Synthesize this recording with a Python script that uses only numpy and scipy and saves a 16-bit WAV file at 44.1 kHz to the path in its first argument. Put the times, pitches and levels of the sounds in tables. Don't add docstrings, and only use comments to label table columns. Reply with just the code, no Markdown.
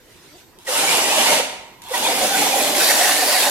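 import sys
import numpy as np
from scipy import signal
from scipy.fft import rfft, irfft, next_fast_len
from scipy.io import wavfile
from scipy.ndimage import uniform_filter1d, map_coordinates

SR = 44100
rng = np.random.default_rng(int(sys.argv[2]) if len(sys.argv) > 2 else 0)


def int16_out(signal):
    q = np.round(np.clip(np.atleast_2d(signal).T, -1, 1) * 32767)
    wavfile.write(sys.argv[1], SR, q.astype(np.int16))


def magnitude_from_level(level_db):
    exponent = np.asarray(level_db, float) / 20
    return 10 ** exponent


N = 154350
T = np.arange(N) / SR


def unit(x):
    return x / np.sqrt(np.mean(x ** 2) + 1e-20)


def along(points, hz):
    f, v = np.transpose(points)
    return np.interp(np.log(hz + 1), np.log(f + 1), v)


def curves(rows):
    s, *cols = np.transpose(rows)
    return [np.interp(T, s, c) for c in cols]


def wobble(rate):
    return map_coordinates(rng.standard_normal(500), [np.clip(T * rate, 0, 498)])


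def filtered(x, response):
    m = next_fast_len(N + SR // 2)
    return irfft(rfft(x, m) * response(np.fft.rfftfreq(m, 1 / SR)), m)[..., :N]


def patchy(x, depth_db):
    z = signal.stft(x, nperseg=512)[2]
    field = rng.standard_normal(z.shape[-2:])
    field = uniform_filter1d(field, size=3, axis=0)
    field = uniform_filter1d(field, size=7, axis=1)
    return signal.istft(z * magnitude_from_level(depth_db * unit(field)), nperseg=512)[1][..., :N]


def spread(pair, alike):
    def mixing(hz):
        turn = np.arccos(np.clip(along(alike, hz), -1, 1)) / 2
        return np.array([np.cos(turn), np.sin(turn)])

    mid, side = filtered(pair, mixing)
    return np.array([mid + side, mid - side])


def hush(spectrum, alike):
    noise = spread(rng.standard_normal((2, N)), alike)
    return unit(filtered(noise, lambda hz: magnitude_from_level(along(spectrum, hz))))


def ring(x, hz, width):
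    return filtered(x, lambda f: 1j * f * width / (hz * hz - f * f + 1j * f * width))


def air(alike):
    # f/Hz, level/dB
    hush_spectrum = [(15, -31), (25, -7.5), (264, -10), (354, -6.5), (573, -14), (1210, -18), (8780, -27),
                     (11800, -30), (15000, -38)]
    # f/Hz, level/dB
    rumble_spectrum = [(15, -39), (25, -1), (86, -1), (140, -2), (180, -53), (310, -120)]
    return magnitude_from_level(-52.5) * patchy(hush(hush_spectrum, alike), 2.9) + magnitude_from_level(-65) * hush(rumble_spectrum, alike)


def rustle(alike):
    # f/Hz, level/dB
    spectrum = [(530, -47), (900, -23), (1010, -20), (1380, -5), (4210, -4.5), (12600, -15), (13000, -25)]
    # t/s, level/dB
    swell = [(0, -68), (.12, -52.5), (.41, -52.5), (.49, -65), (.6, -85)]
    level_db = curves(swell)[0] + 1.4 * np.tanh(wobble(29.0))
    return magnitude_from_level(level_db) * patchy(hush(spectrum, alike), 4.4)


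def creak():
    # t/s, f/Hz, level/dB
    glide = [(.26, 266.6, -66), (.3, 301, -58), (.345, 331, -43.5), (.4, 334, -63), (.45, 383, -60),
             (.5, 380, -91.5)]
    hz, db = curves(glide)
    phase = 2 * np.pi * np.cumsum(hz * (1 + 0.061 * wobble(58.7))) / SR
    octave = magnitude_from_level(-5 + 4 * wobble(28.0)) * np.sin(2 * phase)
    started = T > glide[0][0] - .03
    return magnitude_from_level(db) * started * (np.sin(phase) + octave) * [[1.2], [.6]]


def whine():
    # f/Hz, level/dB
    tones = [(12118, -68.5)]
    return sum(magnitude_from_level(db + 5.0 + 1.5 * wobble(6.8)) * np.sin(2 * np.pi * f * T) for f, db in tones)


def background():
    alike = [(60, 0.59), (640, 0.73), (1400, 0.37), (5000, 0.056)]  # f/Hz, coherence
    return air(alike) + rustle(alike) + creak() + whine()


def room(x):
    # f/Hz, t60/s
    decay = [(150, 1), (500, 0.66), (2000, 0.81), (8000, 0.59), (14000, 0.39)]
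    out, step = np.zeros((2, N + 2 * SR)), SR // 4
    for at in range(2 * step, N, step):
        hz, t, z = signal.stft(rng.standard_normal((2, SR)), SR, nperseg=256)
        tail = signal.istft(z * magnitude_from_level(-60 * t / along(decay, hz)[:, None]), SR, nperseg=256)[1]
        piece = x[:, at - step:at + step]
        piece = piece * np.sqrt(np.hanning(2 * step))[:piece.shape[1]]
        wet = signal.fftconvolve(piece, tail / np.linalg.norm(tail[0]), axes=1)
        out[:, at - step + 300:][:, :wet.shape[1]] += wet
    return out[:, :N]


def clicks():
    # t/s, peak level/dB
    ticks = [
        (0.5875, -37.5),
        (0.656, -36),
        (1.8195, -32),
        (1.838, -35),
        (1.8851, -34),
    ]
    # f/Hz, level/dB
    colour = [(1000, -7), (4000, -2), (9000, 0), (14000, -4)]
    shape = sum(magnitude_from_level(db - 60 * np.clip(T - s, 0, 1) / 0.015) * (T >= s) for s, db in ticks)
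    return shape * unit(filtered(rng.standard_normal((2, N)), lambda hz: magnitude_from_level(along(colour, hz))))


def teeth():
    contacts_per_s, scatter_db = 5000, 2.5
    hit = rng.random((2, N)) < contacts_per_s / SR
    size = magnitude_from_level(scatter_db * rng.standard_normal((2, N))) * rng.choice([-1, 1], (2, N))
    return unit(hit * size)


def creep():
    # start t/s, end t/s, first level/dB, last level/dB
    strains = [
        (.5875, 0.66, -51, -49),
        (1.818, 1.92, -45, -36),
    ]
    # f/Hz, level/dB
    colour = [(700, -17), (1200, -11), (3500, -2), (5000, -10.5), (9000, -9), (15800, -12)]
    shape = sum(magnitude_from_level(np.interp(T, [a, b], [first_db, last_db])) * (T > a) * (T < b)
                for a, b, first_db, last_db in strains)
    return shape * unit(filtered(patchy(teeth(), 2.6), lambda hz: magnitude_from_level(along(colour, hz))))


def windings():
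    # t/s, level/dB
    strength = [(.56, -68), (.59, -50.5), (.66, -66), (.8, -37), (1.38, -40), (1.5, -53), (1.8, -57),
                (1.85, -51), (1.9, -39), (1.95, -39), (2.1, -46), (2.2, -57), (3.5, -35.5)]
    buzz_hz, width_hz = 950, 200
    buzz = ring(ring(rng.standard_normal((2, N)), buzz_hz, width_hz), buzz_hz, width_hz)
    return magnitude_from_level(curves(strength)[0] + 1.5 * wobble(20)) * unit(buzz)


def judders():
    # t/s, f/Hz, length/s, level/dB
    chassis_flares = [(0.696, 538, 0.02, -25.5), (0.742, 581, 0.051, -30), (0.846, 775, 0.021, -23.5),
                      (1.127, 818, 0.012, -21), (1.185, 624, 0.008, -15), (1.265, 926, 0.014, -20),
                      (1.311, 624, 0.012, -19.5), (1.333, 904, 0.018, -23.9), (1.359, 624, 0.023, -34),
                      (1.401, 495, 0.011, -21), (1.854, 754, 0.012, -44.5), (1.918, 517, 0.014, -24.5),
                      (1.948, 969, 0.018, -25.5), (1.952, 603, 0.013, -27), (1.972, 947, 0.008, -26),
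                      (2.045, 883, 0.035, -27), (2.069, 969, 0.021, -24.5), (2.105, 689, 0.036, -28.5),
                      (2.111, 947, 0.016, -27.2), (2.129, 517, 0.02, -25.9), (2.221, 732, 0.036, -25),
                      (2.235, 560, 0.034, -25.5), (2.251, 732, 0.013, -22.2), (2.319, 775, 0.019, -20.5),
                      (2.351, 754, 0.018, -21), (2.428, 754, 0.017, -18.5), (2.452, 775, 0.037, -26),
                      (2.544, 775, 0.012, -20), (2.598, 775, 0.026, -29), (2.62, 624, 0.11, -34),
                      (2.644, 603, 0.044, -26), (2.67, 624, 0.044, -31.5), (2.734, 624, 0.009, -20),
                      (3.021, 754, 0.018, -18.5), (3.059, 775, 0.01, -24), (3.151, 754, 0.016, -30),
                      (3.231, 754, 0.018, -21), (3.293, 603, 0.022, -22)]
    # t/s, f/Hz, length/s, level/dB
    mount_flares = [(0.676, 1938, 0.012, -25.5), (0.76, 2929, 0.022, -30), (0.882, 2304, 0.022, -21),
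                    (0.942, 2778, 0.016, -39), (1.109, 2525, 0.049, -26.5), (1.389, 2907, 0.012, -22),
                    (1.854, 3424, 0.012, -47), (1.878, 3480, 0.022, -38), (1.944, 2024, 0.016, -26.5),
                    (1.974, 2730, 0.01, -29), (2.055, 2562, 0.0097, -23), (2.059, 3380, 0.05, -25.5),
                    (2.075, 3650, 0.012, -20), (2.349, 1507, 0.038, -25.5), (2.528, 2476, 0.016, -25.5),
                    (2.608, 2440, 0.013, -23.5), (2.674, 3100, 0.016, -25), (2.812, 1620, 0.013, -28.3),
                    (2.899, 2110, 0.01, -21), (2.911, 1852, 0.012, -20), (3.045, 1873, 0.0059, -15.5),
                    (3.199, 1760, 0.035, -26), (3.283, 4500, 0.031, -27), (3.346, 1895, 0.014, -21),
                    (3.37, 2140, 0.044, -27.7), (3.38, 1787, 0.026, -27.1), (3.462, 1790, 0.01, -31),
                    (3.494, 1620, 0.008, -26)]
    drift_share, swing_db, trim_db = .03, 2.8, 0.5
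    out, span = np.zeros(N + SR), np.arange(-SR // 10, SR // 10)
    for s, hz, length, db in list(chassis_flares) + list(mount_flares):
        knots = rng.standard_normal((2, 20))
        drift, swing = (map_coordinates(row, [np.linspace(0, 19, len(span))]) for row in knots)
        spread_s = length * np.where(span < 0, .38, .45)
        shape = np.exp(-.5 * (span / SR / spread_s) ** 2)
        phase = 2 * np.pi * np.cumsum(hz * (1 + drift_share * drift)) / SR
        out[round(s * SR) + span] += magnitude_from_level(db + swing_db * np.tanh(swing)) * shape * np.sin(phase)
    return np.sqrt(2) * magnitude_from_level(trim_db) * np.array([out[:N], 0.14 * out[:N]])


def chassis(knocks, modes):
    swing_db, swing_per_s = 5, 45
    body = 0
    for hz, width, db in modes:
        drive = knocks * magnitude_from_level(swing_db * np.tanh(wobble(swing_per_s)))
        body = body + magnitude_from_level(db) * ring(ring(drive, hz, 1.12 * width), hz, 1.12 * width)
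    return unit(body)


def housing(colour):
    return unit(filtered(patchy(teeth(), 3), lambda hz: magnitude_from_level(along(colour, hz))))


def motors():
    # t/s, effort level/dB, level of gearboxes facing the microphone/dB
    legs = [
        [(.66, -47, 1), (.672, -37, 5), (.69, -27, 2.5), (.82, -24.5, 3), (.91, -18, -2), (1.07, -22.5, -1),
         (1.2, -17.5, -3), (1.34, -19, -1.5), (1.4, -20.5, -7.5)],
        [(1.905, -34, -5.5), (1.95, -22.5, -1), (2.015, -30, 4), (2.055, -21, -2.5), (2.16, -23.5, -1),
         (2.25, -21, 0), (2.29, -24.5, 1)],
        [(2.31, -25, 0), (2.39, -20.5, 0.089), (2.46, -21.5, 0), (2.5, -24, 0), (2.57, -21, 0),
         (2.62, -21, -0.067), (2.69, -22.5, 0), (2.74, -26, -0.5)],
        [(2.76, -21.5, -2), (2.82, -20, 2.5), (2.905, -18.5, 2.5), (2.94, -20.5, -1.4), (3.07, -20.5, 1.5),
         (3.16, -21.5, 0.5), (3.22, -21.5, 0), (3.3, -20.5, -0.8), (3.5, -20.5, -0.5)],
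    ]
    # t/s, heading (0 back, 1 forward, 2 turned)
    heading_path = [(1.6, 0.27), (1.7, 0.66), (2.72, 1.03), (2.84, 2.1)]
    # f/Hz, width/Hz, level/dB
    backing = [(538, 29, -10), (626, 60, 1.5), (712, 112, -0.5), (893, 100, -1), (2423, 73, -6),
               (2840, 720, -4.5)]
    forward = [(276, 86, -5), (573, 135, 1.5), (764.5, 100, 4.5), (1519, 34, -5), (2340, 710, -4),
               (3370, 410, -3), (6400, 290, -12), (9600, 900, -9.5)]
    turned = [(287, 83, -10), (596, 110, -1), (747, 116, 0), (924, 110, -15.5), (1542, 59, -7),
              (1766, 530, -4), (2150, 61, -10), (4440, 570, -8), (9700, 570, -8.5), (10840, 860, -9)]
    # f/Hz, level/dB
    colours = [
        [(88, -46), (150, -20.5), (486, -8.5), (608, -10), (1280, -9.5), (2870, -8), (10200, -10.5),
         (13000, -17), (15500, -22)],
        [(88, -38), (150, -24.5), (273, -11), (411, -12), (761, -8.5), (1250, -18), (3450, -13.5), (13000, -17)],
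        [(88, -59), (150, -26), (761, -6), (1260, -17.5), (1830, -15), (2660, -11), (4570, -10.5),
         (13000, -14.5)],
    ]
    effort, facing_db = np.zeros(N), np.zeros(N)
    for leg in legs:
        level_db, face_db = curves(leg)
        on = (T > leg[0][0] - .011) & (T < leg[-1][0] + .011)
        effort[on], facing_db[on] = magnitude_from_level(level_db)[on], face_db[on]
    effort = uniform_filter1d(effort, size=200) * magnitude_from_level(0.84 * wobble(14))
    heading, = curves(heading_path)
    knocks, body, fizz = teeth(), 0, 0
    for k, (modes, colour) in enumerate(zip([backing, forward, turned], colours)):
        share = np.sqrt(np.clip(1 - abs(heading - k), 0, 1))
        body = body + share * chassis(knocks, modes)
        fizz = fizz + share * housing(colour)
    whir = magnitude_from_level(-4) * body + magnitude_from_level(3 + facing_db) * fizz
    roll_hz, rise_s = 380, 0.075
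    roll = filtered(whir, lambda hz: 1 / (1 + (hz / roll_hz) ** 8))
    slow = sum(np.clip(1 - abs(T - leg[0][0]) / rise_s, 0, 1) ** .5 for leg in legs[:2])
    return effort * (whir - slow * roll)


def scene():
    # f/Hz, coherence
    direct_alike = [(150, 1), (600, 0.85), (1400, 0.72), (2800, 0.34), (5000, 0.27)]
    # f/Hz, level difference/dB
    right_db = [(300, 1.9), (1200, 4.1), (4000, 0.37)]
    drive, flares = motors() + creep() + windings() + clicks(), judders()
    wet = room(spread(drive + .35 * flares, direct_alike))
    wet = spread(wet, [(150, 0.94), (700, 0.76), (2000, 0.18)])
    heard = spread(drive + flares, direct_alike) + magnitude_from_level(-4.5) * wet
    side = np.array([[-.5], [.5]])

    def place(lag_s):
        def response(hz):
            delay = np.exp(2j * np.pi * np.minimum(hz, 3500) * side * lag_s)
            return magnitude_from_level(side * along(right_db, hz)) * delay
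        return filtered(heard, response)

    ahead = np.clip((T - 2) / 1.22, 0, 1)
    car = (1 - ahead) * place(0.000097) + ahead * place(.00003)
    return car + background() * magnitude_from_level(side * 1.8)


def low_pass(x):
    return signal.sosfilt(signal.butter(12, 15850, fs=SR, output="sos"), x)


def record(dry):
    # f/Hz, level/dB
    response = [(12500, 0.5), (14000, -6.5), (15200, -6), (15800, -11)]
    ceiling, top_hz = .9, 15830
    held = dry / (1 + abs(dry / ceiling) ** 4) ** 0.24
    heard = filtered(held, lambda hz: magnitude_from_level(along(response, hz)) * (hz < top_hz))
    return low_pass(heard)


dry = scene()
out = record(dry)
int16_out(out)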